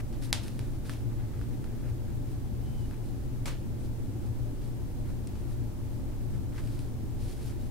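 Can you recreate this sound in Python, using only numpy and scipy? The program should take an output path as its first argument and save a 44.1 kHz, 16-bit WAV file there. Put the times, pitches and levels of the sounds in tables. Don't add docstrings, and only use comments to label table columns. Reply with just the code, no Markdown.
import sys
import numpy as np
from scipy import signal
from scipy.fft import rfft, irfft
from scipy.io import wavfile

SR = 44100
rng = np.random.default_rng(int(sys.argv[2]) if len(sys.argv) > 2 else 0)


def rack_gain(trim_db):
    fader = np.asarray(trim_db, float)
    return 10 ** (fader / 20)


def output_pcm(signal):
    pcm = np.clip(np.atleast_2d(signal).T, -1, 1) * 32767
    wavfile.write(sys.argv[1], SR, np.round(pcm).astype(np.int16))


N = 339570

# (start [s], tool on skin [dB], cloth and paper [dB])
STROKES = [(1.837, -66, -67), (2.057, -70, -71), (2.264, -70, -65), (3.023, -71, -65), (3.788, -71, -62.5),
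           (4.19, -70, -66.5), (4.6, -70, -64), (5.04, -61, -64.5), (5.468, -68, -65), (5.91, -76, -70),
           (6.067, -65, -76), (6.293, -65, -69), (7.59, -68, -63.5)]
STROKE_RISE_S, STROKE_HOLD_S, STROKE_FALL_S = 0.021, 0.052, 0.026
# (start [s], length [s], skin [dB], cloth and paper [dB])
JERKS = [
    (0, 0.015, -48, -54),
    (0.212, 0.14, -61, -54),
    (0.41, 0.23, -60.5, -54.5),
    (0.456, 0.075, -57, -57),
    (.585, 0.23, -65, -61.5),
    (0.839, 0.22, -58.5, -56),
    (2.906, 0.082, -56.5, -70),
    (6.577, 0.04, -57, -55.5),
    (7.293, 0.038, -57, -60),
    (7.495, 0.041, -56.5, -61),
]
JERK_RISE_SHARE, JERK_HOLD_SHARE = 0.1, 0.081
# (start [s], hold [s], skin [dB], cloth and paper [dB])
SHIFTS = [
    (1.08, .75, -67, -73.5),
    (2.605, .26, -79, -69),
    (5.27, .23, -70, -71),
    (6.507, 0.04, -61, -60.5),
    (6.608, .18, -67, -61.5),
    (7.175, 0.053, -65, -56.5),
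    (7.243, 0.033, -72, -55.5),
    (7.358, 0.092, -64, -58),
]
SHIFT_RISE_S, SHIFT_FALL_S = 0.046, 0.094
SKIN_FLUTTER_DB, CLOTH_FLUTTER_DB = 3, 1.8
# (frequency [Hz], density [dB per Hz])
SKIN = [(600, 4), (1000, 6), (1600, 8.5), (2500, 3.5), (4000, -11), (8000, -29)]
# (frequency [Hz], density [dB per Hz])
CLOTH = [(1500, -11), (2500, -2), (4500, 2), (7000, -3.5), (10500, -0.5), (13000, -10), (16000, -15)]

# (time [s], peak [dB])
SNAP = [
    (.32855, -6),
]
# (frequency [Hz], level [dB], t60 [s])
SNAP_MODES = [(800, -19.5, 0.018), (2040, -7, 0.0028), (3670, -2, 0.0022), (4960, -2.5, 0.0032),
              (7600, -1.5, 0.0006), (11100, -5.5, 0.0013)]
SNAP_TOP_HZ = 13500
# (from [s], to [s], low edge [Hz], high edge [Hz])
TREBLE_GAP = (.313, .3235, 2700, 12500)

# (time [s], peak [dB], ring [Hz], top end [dB], room [dB])
TICKS = [(0.1264, -51, 1530, 4, 4), (0.481, -46, 1870, 10, 0), (0.5916, -41, 1660, 4.5, -4.5),
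         (0.7347, -53, 1410, -2, -2), (0.8948, -28.5, 1740, -7, -11.5), (0.935, -49.5, 2920, 7, -4),
         (1.3917, -46, 1440, -5, -16), (1.413, -37.5, 1530, -13, -14), (1.642, -40.5, 1480, -6, -13),
         (2.9102, -42, 1680, -6, -16), (5.2719, -38, 8500, -6, -11), (5.3545, -45.5, 1460, -4, -6),
         (6.6387, -51, 1630, 5, -12), (6.6738, -50, 1600, 4, -16), (6.791, -49.5, 1510, 8.5, -12),
         (7.461, -43, 13000, -14, -16)]
SHORTEST_RING_S = .0035
BOUNCE_S, BOUNCE_DB = 0.0052, -10

# (time [s], level [dB rms], hold [s], t60 [s])
CRUMPLE = [
    (3.457, -42, .022, .19),
]
# (frequency [Hz], density [dB per Hz])
PAPER = [(350, -22), (500, 1), (670, -11), (1050, 0.5), (1500, -12), (2260, -5.5), (3540, -12.5),
         (8000, -13), (12000, -21), (16000, -31.5)]

# (time [s], pitch [Hz], level [dB rms])
SQUEAK = [
    (2.62, 3020, -82),
    (2.64, 3040, -71),
    (2.7, 3050, -68),
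    (2.75, 3075, -69),
    (2.79, 3040, -69),
    (2.82, 2950, -72),
    (2.86, 2930, -71),
    (2.875, 2930, -84),
]

# (frequency [Hz], t60 [s])
ROOM_DECAY = [(500, 0.43), (1500, 0.33), (4000, 0.33), (8000, 0.23), (14000, 0.21)]
# (frequency [Hz], width [Hz], left [dB per
# Hz], right [dB per Hz], right lead [rad])
ROOM_MODES = [(8, 4.7, -60, -53, -0.5), (28, 7.1, -53, -61.5, 1.5), (39.8, 4, -50, -62, 5),
              (55, 25, -59.5, -58.5, 0.5), (69.9, 2.4, -45.5, -53, -2.6), (87.2, 12.5, -59, -55.5, 0.37),
              (98.3, 16, -58.5, -57, 0.1), (112.35, 6.6, -47, -53.5, 1.5), (127.3, 5.1, -55, -53.5, 1.34),
              (142.7, 13, -69, -56, 1), (164, 22, -77, -67, 0.2), (179.4, 6.4, -64, -72.5, 0.2),
              (195.7, 10, -73, -59, -1.66),
              (224.4, 36, -69.5, -66, -1.06), (243, 18, -60.5, -70, 2.5), (265.8, 16, -66, -64, 0.04),
              (280.6, 18.9, -67.5, -61.5, 1.07), (301.3, 15.6, -67, -68, 0.03),
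              (341.8, 39, -69, -65.5, 1.15), (368.7, 18.5, -80, -68.5, 0.9), (401, 6.1, -81.5, -71, -0.1),
              (415, 13.3, -72.5, -74, -0.5), (434.3, 4.3, -85, -75, -0.5), (473.4, 9.9, -77.5, -77, 0.4),
              (598.4, 36, -79.5, -77.5, 1.14), (756, 24, -82, -85, -0.6), (860, 38, -86, -84.5, 0.8)]
# (frequency [Hz], left [dB rms], right [dB rms], right lead [rad])
HUM = [(13.64, -49.4, -49.4, -.3), (19.8, -58, -50.5, .2), (27.27, -52.8, -42.7, .9),
       (29.1, -49, -46.5, 1.2), (58.96, -44.4, -49, 1.1), (117.53, -37.6, -44.2, -2.04),
       (120, -44.7, -54.2, -1.36), (176.23, -62.4, -62.5, -.95), (234.94, -54.8, -61.2, .52),
       (240, -56.3, -61.5, 1.05)]
# (frequency [Hz], density [dB per Hz])
AIR = [(210, -50), (350, -10), (431, -7), (540, -9), (613, -14.5), (680, -14.5), (870, -15), (1060, -20),
       (1500, -23.5), (2630, -27.5), (6000, -29.5), (12000, -30), (14500, -31), (16000, -32.5)]
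AIR_DB, HISS_TOP_HZ = -53, 15800
# (frequency [Hz], left-right correlation [-1 to 1])
LIKENESS = [(60, 0.36), (130, -0.1), (290, 0.076), (640, 0.29), (1410, 0.29), (3100, 0.071), (6820, -0.024),
            (15000, -0.078)]
# (frequency [Hz], left minus right [dB])
LEANING = [(60, 3), (130, 19), (290, 0.5), (640, -2), (1410, 2.5), (3100, 1.0), (6820, 0.5), (15000, 0.5)]


def unit_rms(x):
    return x / np.sqrt(np.mean(x ** 2) + 1e-20)


def in_time(rows):
    s, *columns = np.transpose(rows)
    return [np.interp(np.arange(N) / SR, s, column) for column in columns]


def at_hz(points, hz):
    table_hz, values = np.array(points).T
    return np.interp(np.log(hz), np.log(table_hz), values)


def drift(rate_hz):
    r = np.exp(-80 * np.pi * rate_hz / SR)
    noise = rng.standard_normal(N // 40 + 2002)
    slow = signal.lfilter([1], [1, -2 * r, r * r], noise)[2000:]
    return np.interp(np.arange(N) / 40, np.arange(len(slow)), unit_rms(slow))


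def ring(clicks, hz, t60):
    r, w = rack_gain(-60 / (t60 * SR)), 2 * np.pi * hz / SR
    return signal.lfilter([0, np.sin(w)], [1, -2 * r * np.cos(w), r * r], clicks + 1e-18)


def coloured(x, spectrum):
    hz = np.maximum(np.fft.rfftfreq(N, 1 / SR), 1)
    return unit_rms(irfft(rfft(x) * rack_gain(at_hz(spectrum, hz)), N))


def rustle(level_db, spectrum, per_s, spread_db, wide):
    heights = rack_gain(spread_db * np.minimum(rng.exponential(1, N), 4))
    signs = rng.choice([-1, 1], N)
    grains = heights * signs * (rng.random(N) < per_s / SR)
    side = wide * coloured(rng.standard_normal(N), spectrum)
    return rack_gain(level_db) * (coloured(grains, spectrum) + side * [[1], [-1]])


def tail(hits_db, tilt):
    out, edges = 0, 500 * 2 ** np.arange(0, 5.1, .5)
    clicks = np.zeros(N)
    places = [round(s * SR) + 90 for s, db in hits_db]
    clicks[places] = rack_gain([db for s, db in hits_db])
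    white = rng.standard_normal((2, 2, N))
    for k, (low, high) in enumerate(zip(edges, edges[1:])):
        hz = np.sqrt(low * high)
        decay = rack_gain(-60 / (at_hz(ROOM_DECAY, hz) * SR))
        fade = signal.lfilter([1], [1, -decay], clicks + 1e-18)
        band = signal.butter(2, [low, high], "band", fs=SR, output="sos")
        mid, side = signal.sosfilt(band, white[k % 2])
        out = out + rack_gain(at_hz(tilt, hz)) * fade * (mid + 0.64 * side * [[1], [-1]])
    return out


def rubbing():
    moves = [(s, STROKE_RISE_S, STROKE_HOLD_S, STROKE_FALL_S, *db) for s, *db in STROKES]
    moves += [(s, SHIFT_RISE_S, hold, SHIFT_FALL_S, *db) for s, hold, *db in SHIFTS]
    fade_share = 1 - JERK_RISE_SHARE - JERK_HOLD_SHARE
    for s, length, *db in JERKS:
        moves.append((s, JERK_RISE_SHARE * length, JERK_HOLD_SHARE * length, fade_share * length, *db))
    t, power = np.arange(N) / SR, np.full((2, N), 1e-20)
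    for s, rise, hold, fall, skin_db, cloth_db in moves:
        swell = np.interp(t, np.cumsum([s, rise, hold, fall]), [0.0087, 0.92, 0.86, 0.0085])
        power += (swell * rack_gain([[skin_db], [cloth_db]])) ** 2
    skin_db, cloth_db = 10 * np.log10(power)
    skin_db = skin_db + SKIN_FLUTTER_DB * drift(18)
    skin = rustle(skin_db, SKIN, per_s=6000, spread_db=4, wide=0.53)
    cloth_db = cloth_db + CLOTH_FLUTTER_DB * drift(20)
    cloth = rustle(cloth_db, CLOTH, per_s=12000, spread_db=3.5, wide=.5)
    return skin + cloth


def snap():
    (s, peak_db), clicks = SNAP[0], np.zeros(N)
    echoes = [(0, 0), (.0005, -12), (.0018, -15), (.009, -24), (.0125, -21), (.0165, -24), (.021, -24)]
    for late_s, echo_db in echoes:
        clicks[round((s + late_s) * SR)] = -rack_gain(peak_db + echo_db)
    body = 0
    for k, (hz, db, t60) in enumerate(SNAP_MODES):
        body = body + (-1) ** k * rack_gain(db) * ring(clicks, hz, t60)
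    body = signal.sosfilt(signal.butter(3, SNAP_TOP_HZ, fs=SR, output="sos"), body)
    tilt = [(700, 3.5), (1500, -3), (3500, 2.5), (6000, -2.5), (9000, -2.5), (14000, -25)]
    return body, tail([(s, peak_db - 25.5)], tilt)


def ticks():
    out, click = np.zeros(N), np.eye(1, 900, 40)[0]
    edge = ring(click, 2500, 0.0037) - ring(click, 5100, 0.0026)
    edge = edge + ring(click, 8800, 0.0028) - ring(click, 11400, 0.001)
    for s, peak_db, hz, top_db, room_db in TICKS:
        body = ring(click, hz, max(10.0 / hz, SHORTEST_RING_S))
        body = body - 0.4 * ring(click, 0.6 * hz, 12.0 / hz) + rack_gain(top_db) * edge
        bounce = ring(click, 1.04 * hz, 8.0 / hz)
        out[round(s * SR):][:900] += rack_gain(peak_db) * body
        out[round((s + BOUNCE_S) * SR):][:900] += rack_gain(peak_db + BOUNCE_DB) * bounce
    hits_db = [(s, peak_db + room_db) for s, peak_db, hz, top_db, room_db in TICKS]
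    return out + tail(hits_db, [(700, -1.0), (1600, -5.0), (4000, -6), (12000, -18)])


def crumple():
    s, level_db, hold_s, t60 = CRUMPLE[0]
    late = np.arange(N) / SR - s
    tear_db = 6 * np.exp(-np.maximum(late, 0) / 0.005)
    decay_db = 60 * np.maximum(late - hold_s, 0) / t60
    fade_db = np.where(late < 0, -200, level_db + tear_db - decay_db)
    crackle = rustle(fade_db, PAPER, per_s=7000, spread_db=3.0, wide=.5)
    return crackle + tail([(s + 0.018, level_db + 1)], [(700, 1), (2000, 5.5), (5000, -1.5), (12000, -12)])


def squeak():
    before, after = (2.58, SQUEAK[0][1], -110), (2.9, SQUEAK[-1][1], -110)
    hz, level_db = in_time([before] + list(SQUEAK) + [after])
    whistle = np.sin(2 * np.pi * np.cumsum(hz) / SR)
    return np.sqrt(2) * rack_gain(level_db + 1.9 * drift(25)) * whistle


def rumble():
    hz = np.fft.rfftfreq(N, 1 / SR)[1:N // 20]
    out = np.zeros((2, N // 2 + 1), complex)
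    for centre_hz, width_hz, left_db, right_db, lead in ROOM_MODES:
        noise = rng.standard_normal(len(hz)) + 1j * rng.standard_normal(len(hz))
        shape = 1 / (1 + (2 * (hz - centre_hz) / width_hz) ** 2)
        pair = [[rack_gain(left_db)], [rack_gain(right_db) * np.exp(1j * lead)]]
        out[:, 1:N // 20] += noise * shape * pair
    return irfft(out * np.sqrt(SR * N) / 2, N)


def hum():
    t, out = np.arange(N) / SR, 0
    for hz, left_db, right_db, lead in HUM:
        phase = 2 * np.pi * (hz * t + rng.random())
        waver = rack_gain(.4 * drift(.6))
        out = out + np.sqrt(2) * waver * np.sin([phase, phase + lead]) * rack_gain([[left_db], [right_db]])
    return out


def air():
    hz = np.maximum(np.fft.rfftfreq(N, 1 / SR), 1)
    mid, side = rfft(rng.standard_normal((2, N))) * rack_gain(at_hz(AIR, hz))
    alike = np.clip(at_hz(LIKENESS, hz), -1, 1)
    lean_db = at_hz(LEANING, hz) / 2
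    pair = np.sqrt(1 + alike) * mid + np.sqrt(1 - alike) * side * [[1], [-1]]
    return rack_gain(AIR_DB) * unit_rms(irfft(pair * rack_gain([lean_db, -lean_db]), N))


def scene():
    crack, answer = snap()
    soft = answer + rubbing() + ticks() + crumple() + squeak() + rumble() + hum() + air()
    below_top = np.fft.rfftfreq(N, 1 / SR) < HISS_TOP_HZ
    return irfft(rfft(soft) * below_top, N) + crack


def roll_off(x):
    return signal.sosfilt(signal.butter(12, 16520, fs=SR, output="sos"), x)


def record(dry):
    start, end, *band_hz = TREBLE_GAP
    band = signal.butter(3, band_hz, "band", fs=SR, output="sos")
    treble = signal.sosfiltfilt(band, dry)
    muted = np.interp(np.arange(N) / SR, [start - .002, start, end - .001, end], [0, 1, 1, 0])
    return roll_off(dry - muted * treble)


dry = scene()
out = record(dry)
output_pcm(out)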